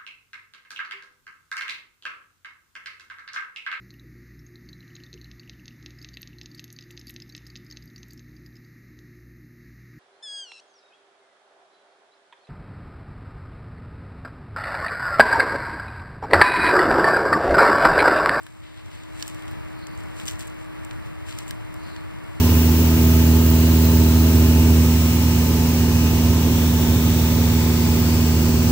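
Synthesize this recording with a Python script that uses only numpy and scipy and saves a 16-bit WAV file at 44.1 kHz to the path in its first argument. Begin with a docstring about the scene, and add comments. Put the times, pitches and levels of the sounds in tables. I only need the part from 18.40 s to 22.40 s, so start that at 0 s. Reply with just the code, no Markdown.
"""On bare ground outdoors, a tortoise tears at a heap of leaves: three rustling bites, faint ticks between.
Leaf veins fracture and set their leaves ringing, leaves rub on leaves and soil, and the beak knocks shut.
Behind lie an outdoor wash and a distant motor's hum, swelling in the first second, and two runs of chirps.
The recorder widens the stereo image by feeding each channel, delayed and inverted, to the other."""
import sys
import numpy as np
from scipy import signal
from scipy.fft import rfft, irfft
from scipy.io import wavfile

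SR = 44100
rng = np.random.default_rng(int(sys.argv[2]) if len(sys.argv) > 2 else 0)


def materialize(psi):
    """Save the field psi as 16-bit PCM at rate SR to the path in sys.argv[1].

    A 1-D psi becomes a single channel; in a 2-D psi each row is a channel.
    """
    bounded = np.clip(np.atleast_2d(psi).T, -1, 1)
    quanta = np.round(bounded * 32767).astype(np.int16)
    wavfile.write(sys.argv[1], SR, quanta)


N = 176400
TIME = np.arange(N) / SR

# Vein fractures: (time [s], level [dB], body offset [dB], top offset [dB], leaf resonance [Hz])
VEIN_SNAPS = [(.0318, -44.5, -13, 4.5, 8900), (0.0659, -37, 8, -3, 3500), (.459, -41.5, -6, -16, 5250),
              (0.5146, -41, -7, -17, 5310), (0.635, -36.5, -2, -20, 3880), (0.793, -39, -3, -12, 8020),
              (.8250, -13, 1, -14, 5030), (.8688, -34, -12, -2, 7600), (0.8783, -20.5, -21, -6.5, 8000),
              (.8875, -35, -12, -6, 7600), (0.946, -33.5, -13, -4, 5190), (1.022, -43, 15, 0, 7800),
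              (1.0798, -32.5, -5, -11, 4440), (1.1114, -41.5, -3, 3, 4440), (1.469, -27.5, -8, -8, 5100),
              (1.5758, -33.5, -12, -21, 7860), (1.636, -36.5, -4, -9, 7860), (1.7986, -27.5, 2, -14, 3000),
              (1.8552, -29, -10, -4.5, 6800), (1.8627, -27, -10, -9, 6800), (1.8709, -28, 3, -2, 7540),
              (1.8778, -32, -10, -8, 5400), (1.8810, -13, -24, -19, 5640), (1.884, -34, -8, -16, 5860),
              (1.8854, -20, -7, -5, 5240), (1.89, -36, -10, 0, 7360), (1.8952, -27, -14, -5, 5060),
              (1.902, -29, -13, -13, 7300), (1.91, -26, -10, -8, 6000), (1.919, -34, -10, 0, 7400),
              (1.9325, -35, -10, -6, 4600), (1.956, -34, -9, -12, 5340), (1.9868, -38, -14, -4, 8000),
              (1.993, -29.5, -9, -2.5, 7400), (1.998, -30, -15, -6, 7900), (2.007, -25.5, -10, -16, 4730),
              (2.013, -32, -9, -4, 7600), (2.025, -34, -9, -2, 8030), (2.071, -37, -12, 3, 9400),
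              (2.0762, -34.5, -10, -2, 7360), (2.0792, -34, -10, -7, 7400), (2.099, -40, -10, -5, 7400),
              (2.448, -31.5, 0, -4, 7500), (2.5101, -33, 5, -16, 2930), (2.8862, -37, 5, -13, 2000),
              (2.8912, -32, 2, -10, 7400), (2.909, -32, -7, -11, 4580), (2.9252, -31.5, 4, -15, 4430),
              (2.9775, -36, -10, -8, 7600), (2.987, -20, -14, -3, 4800), (3.08, -29, -12, -6, 7800),
              (3.089, -36, -9, 2, 8020), (3.1082, -22.5, 4, -1, 5150), (3.1473, -48, -10, 3, 7600),
              (3.341, -35.5, -6, 0, 4370), (3.563, -35.5, 10.5, -19, 4370)]
# Spectra of a snap's crisp part, body and top: (frequency [Hz], gain [dB])
CRISP_SPECTRUM = [(1500, -27), (3000, 8.5), (4300, -4), (5500, 0.5), (7800, 3.5), (9500, -11), (12000, -23),
                  (15500, -25)]
BODY_SPECTRUM = [(400, 2), (900, -10), (1600, 12.5), (2300, 0), (3200, 8), (4400, 1), (8000, -20)]
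TOP_SPECTRUM = [(4000, -34), (8000, 5.5), (11500, 5.5), (15500, -2.5)]
# Strokes of leaf on leaf and of leaf on soil: (peak time [s], rise [s], fall [s], level [dB])
LEAF_STROKES = [(.01, 0.025, 0.37, -57), (.245, 0.013, 0.065, -63.5), (.38, 0.053, 0.25, -60),
                (.55, 0.045, 0.082, -54), (0.802, 0.023, 0.08, -45.5), (.88, 0.13, 0.069, -47.5),
                (1.0, 0.036, 0.033, -54), (1.08, 0.013, 0.064, -54.5), (1.61, 0.041, 0.028, -53),
                (1.80, 0.038, 0.068, -45), (1.887, 0.026, 0.04, -38.5), (2.007, 0.011, 0.045, -42.5),
                (2.22, 0.053, 0.028, -56.5), (2.53, 0.037, 0.037, -59), (2.67, 0.023, 0.036, -54.5),
                (2.90, 0.034, 0.082, -45), (3.0, 0.025, 0.035, -46.5), (3.09, 0.028, 0.044, -50.5),
                (3.52, 0.2, 0.097, -59), (3.96, 0.074, 0.074, -58.5)]
SOIL_STROKES = [(.245, 0.019, 0.13, -53), (.38, .03, 0.16, -56), (.54, 0.027, 0.18, -53.5),
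                (1.135, 0.026, 0.022, -54.5), (2.92, 0.028, .04, -49)]
# Spectra of these two contacts: (frequency [Hz], gain [dB])
LEAF_SPECTRUM = [(300, -21), (900, -9.5), (1700, 8), (3000, 7.5), (4500, 3), (6000, 1), (7800, 5),
                 (10000, -2), (15500, -13)]
SOIL_SPECTRUM = [(500, -27), (1000, -15), (1700, 1), (2400, 0), (3300, 4), (4600, -4.5), (6500, -18),
                 (15000, -38)]
# Closures of the beak: (time [s], level [dB])
BEAK_KNOCKS = [(0.066, -40), (1.7987, -44), (2.8843, -41)]
# Modes of the beak: (frequency [Hz], relative level [dB], time to decay by 60 dB [s])
BEAK_MODES = [(1260, -6, 0.022), (1552, -1, .035), (1720, -4.5, .03)]
# Distant notes: (time [s], Gaussian width [s], level [dB], pitch [Hz])
CHIRP_NOTES = [(1.385, 0.0095, -67, 4270), (1.431, 0.011, -56, 4280), (1.544, 0.011, -61, 4560),
               (3.39, 0.014, -69, 4440), (3.445, 0.011, -62, 4880), (3.465, 0.013, -60, 4230),
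               (3.515, 0.018, -63, 4190), (3.584, 0.016, -61, 4190)]
# Blurred twitter around them: (time [s], Gaussian width [s], level [dB])
TWITTER_RUNS = [(1.44, 0.076, -58), (3.5, 0.073, -56)]
# Motor partials: (frequency [Hz], mid level [dB], side level [dB], lean [+1 left, -1 right])
MOTOR_PARTIALS = [(79.7, -69, -58, 1), (314.9, -57.5, -43.6, 1), (577.5, -70, -56, 1),
                  (629.9, -60.5, -61, -1), (945, -66.5, -80, -1), (1057, -70, -80, -1),
                  (1155, -62, -57, -1), (1270, -69, -85, -1), (1732.5, -69, -70, 1), (1853, -71, -71, 1)]
# Spectrum of the outdoor wash: (frequency [Hz], mid gain [dB], side gain [dB])
WASH_SPECTRUM = [(24.8, -77.5, -78.5), (88, -73.5, -56), (208, -85, -68), (310, -77, -78),
                 (414, -84.5, -73.5), (643, -83, -80), (955, -79, -78.5), (1700, -82.5, -88.5),
                 (2156, -82.5, -84.5), (2490, -88, -84.5), (4260, -96, -97.5), (5740, -102, -102),
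                 (7760, -103, -101), (10200, -102, -103), (16300, -111, -105)]
# Swell of the ticks, motor and wash: (time [s], gain [dB])
BACKGROUND_SWELL = [(0, -11), (.25, -8.5), (.55, -5.5), (1.05, -0.5), (2.5, -0.5), (4, -0.5)]
# Share of each channel subtracted from the other: (frequency [Hz], share [ratio])
CROSSFEED_SHARE = [(100, 0.46), (8500, 0.51), (10000, 0.14), (15000, 0.14)]
# Mismatch of the microphones: (frequency [Hz], left over right [dB])
MIC_BALANCE = [(100, 1), (280, 1.5), (650, -0.9), (1200, -0.3), (2400, 2.5), (5000, 1.9), (9000, -0.5),
               (14000, 3)]
# Treble response of the recorder: (frequency [Hz], mid gain [dB], side gain [dB])
TREBLE_RESPONSE = [(4220, -0.5, 0.5), (5300, -1.5, -0.5), (7160, -0.5, 0.5), (8200, -1, -1),
                   (9650, -1.5, 1), (9900, 2.5, -1), (11250, -2.5, 0), (13000, 5.5, -4), (13800, -7, 2.5),
                   (15000, 6, 0), (16200, 1, -5)]


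def vein_snaps(size=2048):
    """Brittle fracture: a vein's fibres give way in a burst that excites a damped resonance of the leaf."""
    crack_s, shiver_s, bandwidth_hz = .00052, .0035, 1400
    t = TIME[:size]
    tear = t / crack_s * np.exp(1 - t / crack_s)
    shiver = from_db(-14) * (1 - np.exp(-t / crack_s)) * np.exp(-t / shiver_s)
    spectra = (CRISP_SPECTRUM, BODY_SPECTRUM, TOP_SPECTRUM)
    bands = np.zeros((3, 2, N + size))   # band, channel, sample
    for time, db, body_db, top_db, hz in VEIN_SNAPS:
        burst = rng.standard_normal((3, 2, size)) * (tear + shiver)
        ring = signal.lfilter(*signal.iirpeak(hz, hz / bandwidth_hz, fs=SR), burst)
        snap = burst + from_db(4) * ring
        snap /= np.linalg.norm(snap, axis=-1, keepdims=True)
        gains = 2 * from_db(db + 4 + np.array([0, body_db - 3, top_db]))
        start = int(time * SR)
        bands[..., start:start + size] += gains[:, None, None] * snap
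    return sum(colour(band, spectrum) for band, spectrum in zip(bands, spectra))


def rubbing(strokes, spectrum):
    """Friction: each stroke raises a dense, clumped crackle; the strokes are incoherent, so powers add."""
    power = 0
    for peak, rise, fall, db in strokes:
        decay = np.where(TIME < peak, ((TIME - peak) / rise) ** 2, (TIME - peak) / fall)
        power = power + (from_db(db) * np.exp(-decay)) ** 2
    clumps = from_db(1.8 * drift(corner_hz=160))
    crackle = microfractures(per_s=6000, spread_db=.5) * clumps
    return np.sqrt(power) * unit_rms(colour(crackle, spectrum))


def microfractures(per_s, spread_db):
    """Poisson process: tiny fractures occur at random, each with its own strength at each microphone."""
    sizes = from_db(spread_db * np.minimum(rng.exponential(1, N), 4))
    occurs = rng.random(N) < per_s / SR
    return unit_rms(occurs * sizes * rng.uniform(-1.09, 1, (2, N)))


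def beak_knocks():
    """Modal vibration: the horny beak shuts, and its damped modes give a small hollow knock."""
    knocks = np.zeros(N)
    for time, db in BEAK_KNOCKS:
        age = np.maximum(TIME - time, 0)
        for hz, mode_db, t60 in BEAK_MODES:
            knocks += from_db(db + mode_db - 60 * age / t60) * np.sin(2 * np.pi * hz * age)
    return knocks


def settling_ticks():
    """Impulse excitation: the heap settles in sparse ticks, each with the spectrum of the leaves."""
    return from_db(-64) * unit_rms(colour(microfractures(per_s=79, spread_db=.8), LEAF_SPECTRUM))


def distant_chirps():
    """Frequency modulation: a slow glide gives falling notes, a fast random swing a blurred twitter."""
    chirps = np.zeros((2, N))
    for time, width, db, hz in CHIRP_NOTES:
        glide = -.3 * np.clip(TIME - time, -.5, .5)   # falls by 30 % a second
        waver = .004 * drift(corner_hz=62)
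        chirps += gaussian(time, width, db) * tone(hz, glide + waver)
    for time, width, db in TWITTER_RUNS:
        for channel in chirps:
            channel += gaussian(time, width, db) * tone(hz=4340, detune=.083 * drift(corner_hz=188.6))
    return chirps


def motor_hum():
    """Periodic vibration: a distant motor's partials wander together in pitch and flutter separately."""
    speed_wander = .0008 * drift(corner_hz=4.18)
    hum = np.zeros((2, N))
    for hz, mid_db, side_db, lean in MOTOR_PARTIALS:
        partial = tone(hz, speed_wander) * from_db(1.3 * drift(corner_hz=4))
        hum += left_right(from_db(mid_db) * partial, lean * from_db(side_db) * partial)
    return hum


def outdoor_wash():
    """Broadband noise: a gently fluttering wash, its rumble mostly in antiphase between the channels."""
    mid, side = rng.standard_normal((2, N)) * np.sqrt(SR / 2)   # unit power per hertz
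    flutter = from_db(.5 * drift(corner_hz=4.8))
    return colour_mid_side(mid, side, WASH_SPECTRUM) * flutter


def tone(hz, detune):
    """Phase integrates frequency: a unit-power sine, detuned by a varying fraction of its pitch."""
    cycles = np.cumsum(hz * (1 + detune)) / SR + rng.random()
    return np.sqrt(2) * np.sin(2 * np.pi * cycles)


def gaussian(time, width, db):
    """Gaussian envelope: a smooth rise and fall about the given time."""
    return from_db(db) * np.exp(-((TIME - time) / width) ** 2 / 2)


def drift(corner_hz):
    """Low-pass noise: a smooth random fluctuation of zero mean and unit variance."""
    hz = np.fft.rfftfreq(N, 1 / SR)
    lowpass = (hz > 0) / (1 + (hz / corner_hz) ** 2)
    return unit_rms(irfft(rfft(rng.standard_normal(N)) * lowpass, N))


def colour(x, spectrum, size=8192):
    """Minimum-phase filtering: folding the cepstrum gives a causal response with the given spectrum."""
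    gain = from_db(at_hz(spectrum, np.fft.rfftfreq(size, 1 / SR)))
    cepstrum = irfft(np.log(gain))
    cepstrum[1:size // 2] *= 2
    cepstrum[size // 2 + 1:] = 0
    response = irfft(np.exp(rfft(cepstrum)))[:size // 2]
    return signal.fftconvolve(np.atleast_2d(x), response[None], axes=-1)[:, :N]


def colour_mid_side(mid, side, table):
    """Mid-side equalisation: each is filtered by its own column, then both form left and right."""
    table = np.array(table)
    return left_right(colour(mid, table[:, [0, 1]]), colour(side, table[:, [0, 2]]))


def left_right(mid, side):
    """Mid-side stereo: the sum is left, the difference right."""
    return np.vstack([mid + side, mid - side])


def at_hz(table, hz):
    """Interpolation on a logarithmic frequency axis."""
    frequencies, values = np.transpose(table)
    return np.interp(np.log(hz + 1e-3), np.log(frequencies), values)


def from_db(db):
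    """Amplitude ratio of a level in decibels."""
    return 10 ** (np.asarray(db) / 20)


def unit_rms(x):
    """Normalisation to unit power."""
    return x / np.sqrt(np.mean(x ** 2) + 1e-20)


def scene():
    """Superposition: the direct sound of feeding, its reflection off the ground, and the background."""
    echo_s, echo_db = .003, -11
    feeding = vein_snaps() + rubbing(LEAF_STROKES, LEAF_SPECTRUM) + rubbing(SOIL_STROKES, SOIL_SPECTRUM)
    feeding += beak_knocks()
    echo = np.array([np.interp(TIME - echo_s, TIME, channel, left=0) for channel in feeding])
    swell = from_db(np.interp(TIME, *np.transpose(BACKGROUND_SWELL)))
    background = swell * (outdoor_wash() + motor_hum() + settling_ticks()) + distant_chirps()
    return feeding + from_db(echo_db) * echo + background


def record(dry):
    """Antiphase crossfeed widens the image; unequal microphones, uneven treble and a low-pass colour it."""
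    crossfeed_s, cutoff_hz = .00031, 15650
    padded = N + 2048
    hz = np.fft.rfftfreq(padded, 1 / SR)
    spectra = rfft(dry, padded)
    crossfeed = at_hz(CROSSFEED_SHARE, hz) * np.exp(-2j * np.pi * hz * crossfeed_s)
    widened = spectra - crossfeed * spectra[::-1]
    balance = from_db(at_hz(MIC_BALANCE, hz) * np.array([[.5], [-.5]]))
    left, right = irfft(widened * balance, padded)[:, :N]
    coloured = colour_mid_side((left + right) / 2, (left - right) / 2, TREBLE_RESPONSE)
    lowpass = signal.ellip(10, .3, 80, cutoff_hz, fs=SR, output="sos")
    return signal.sosfilt(lowpass, coloured)


dry = scene()
out = record(dry)
materialize(out)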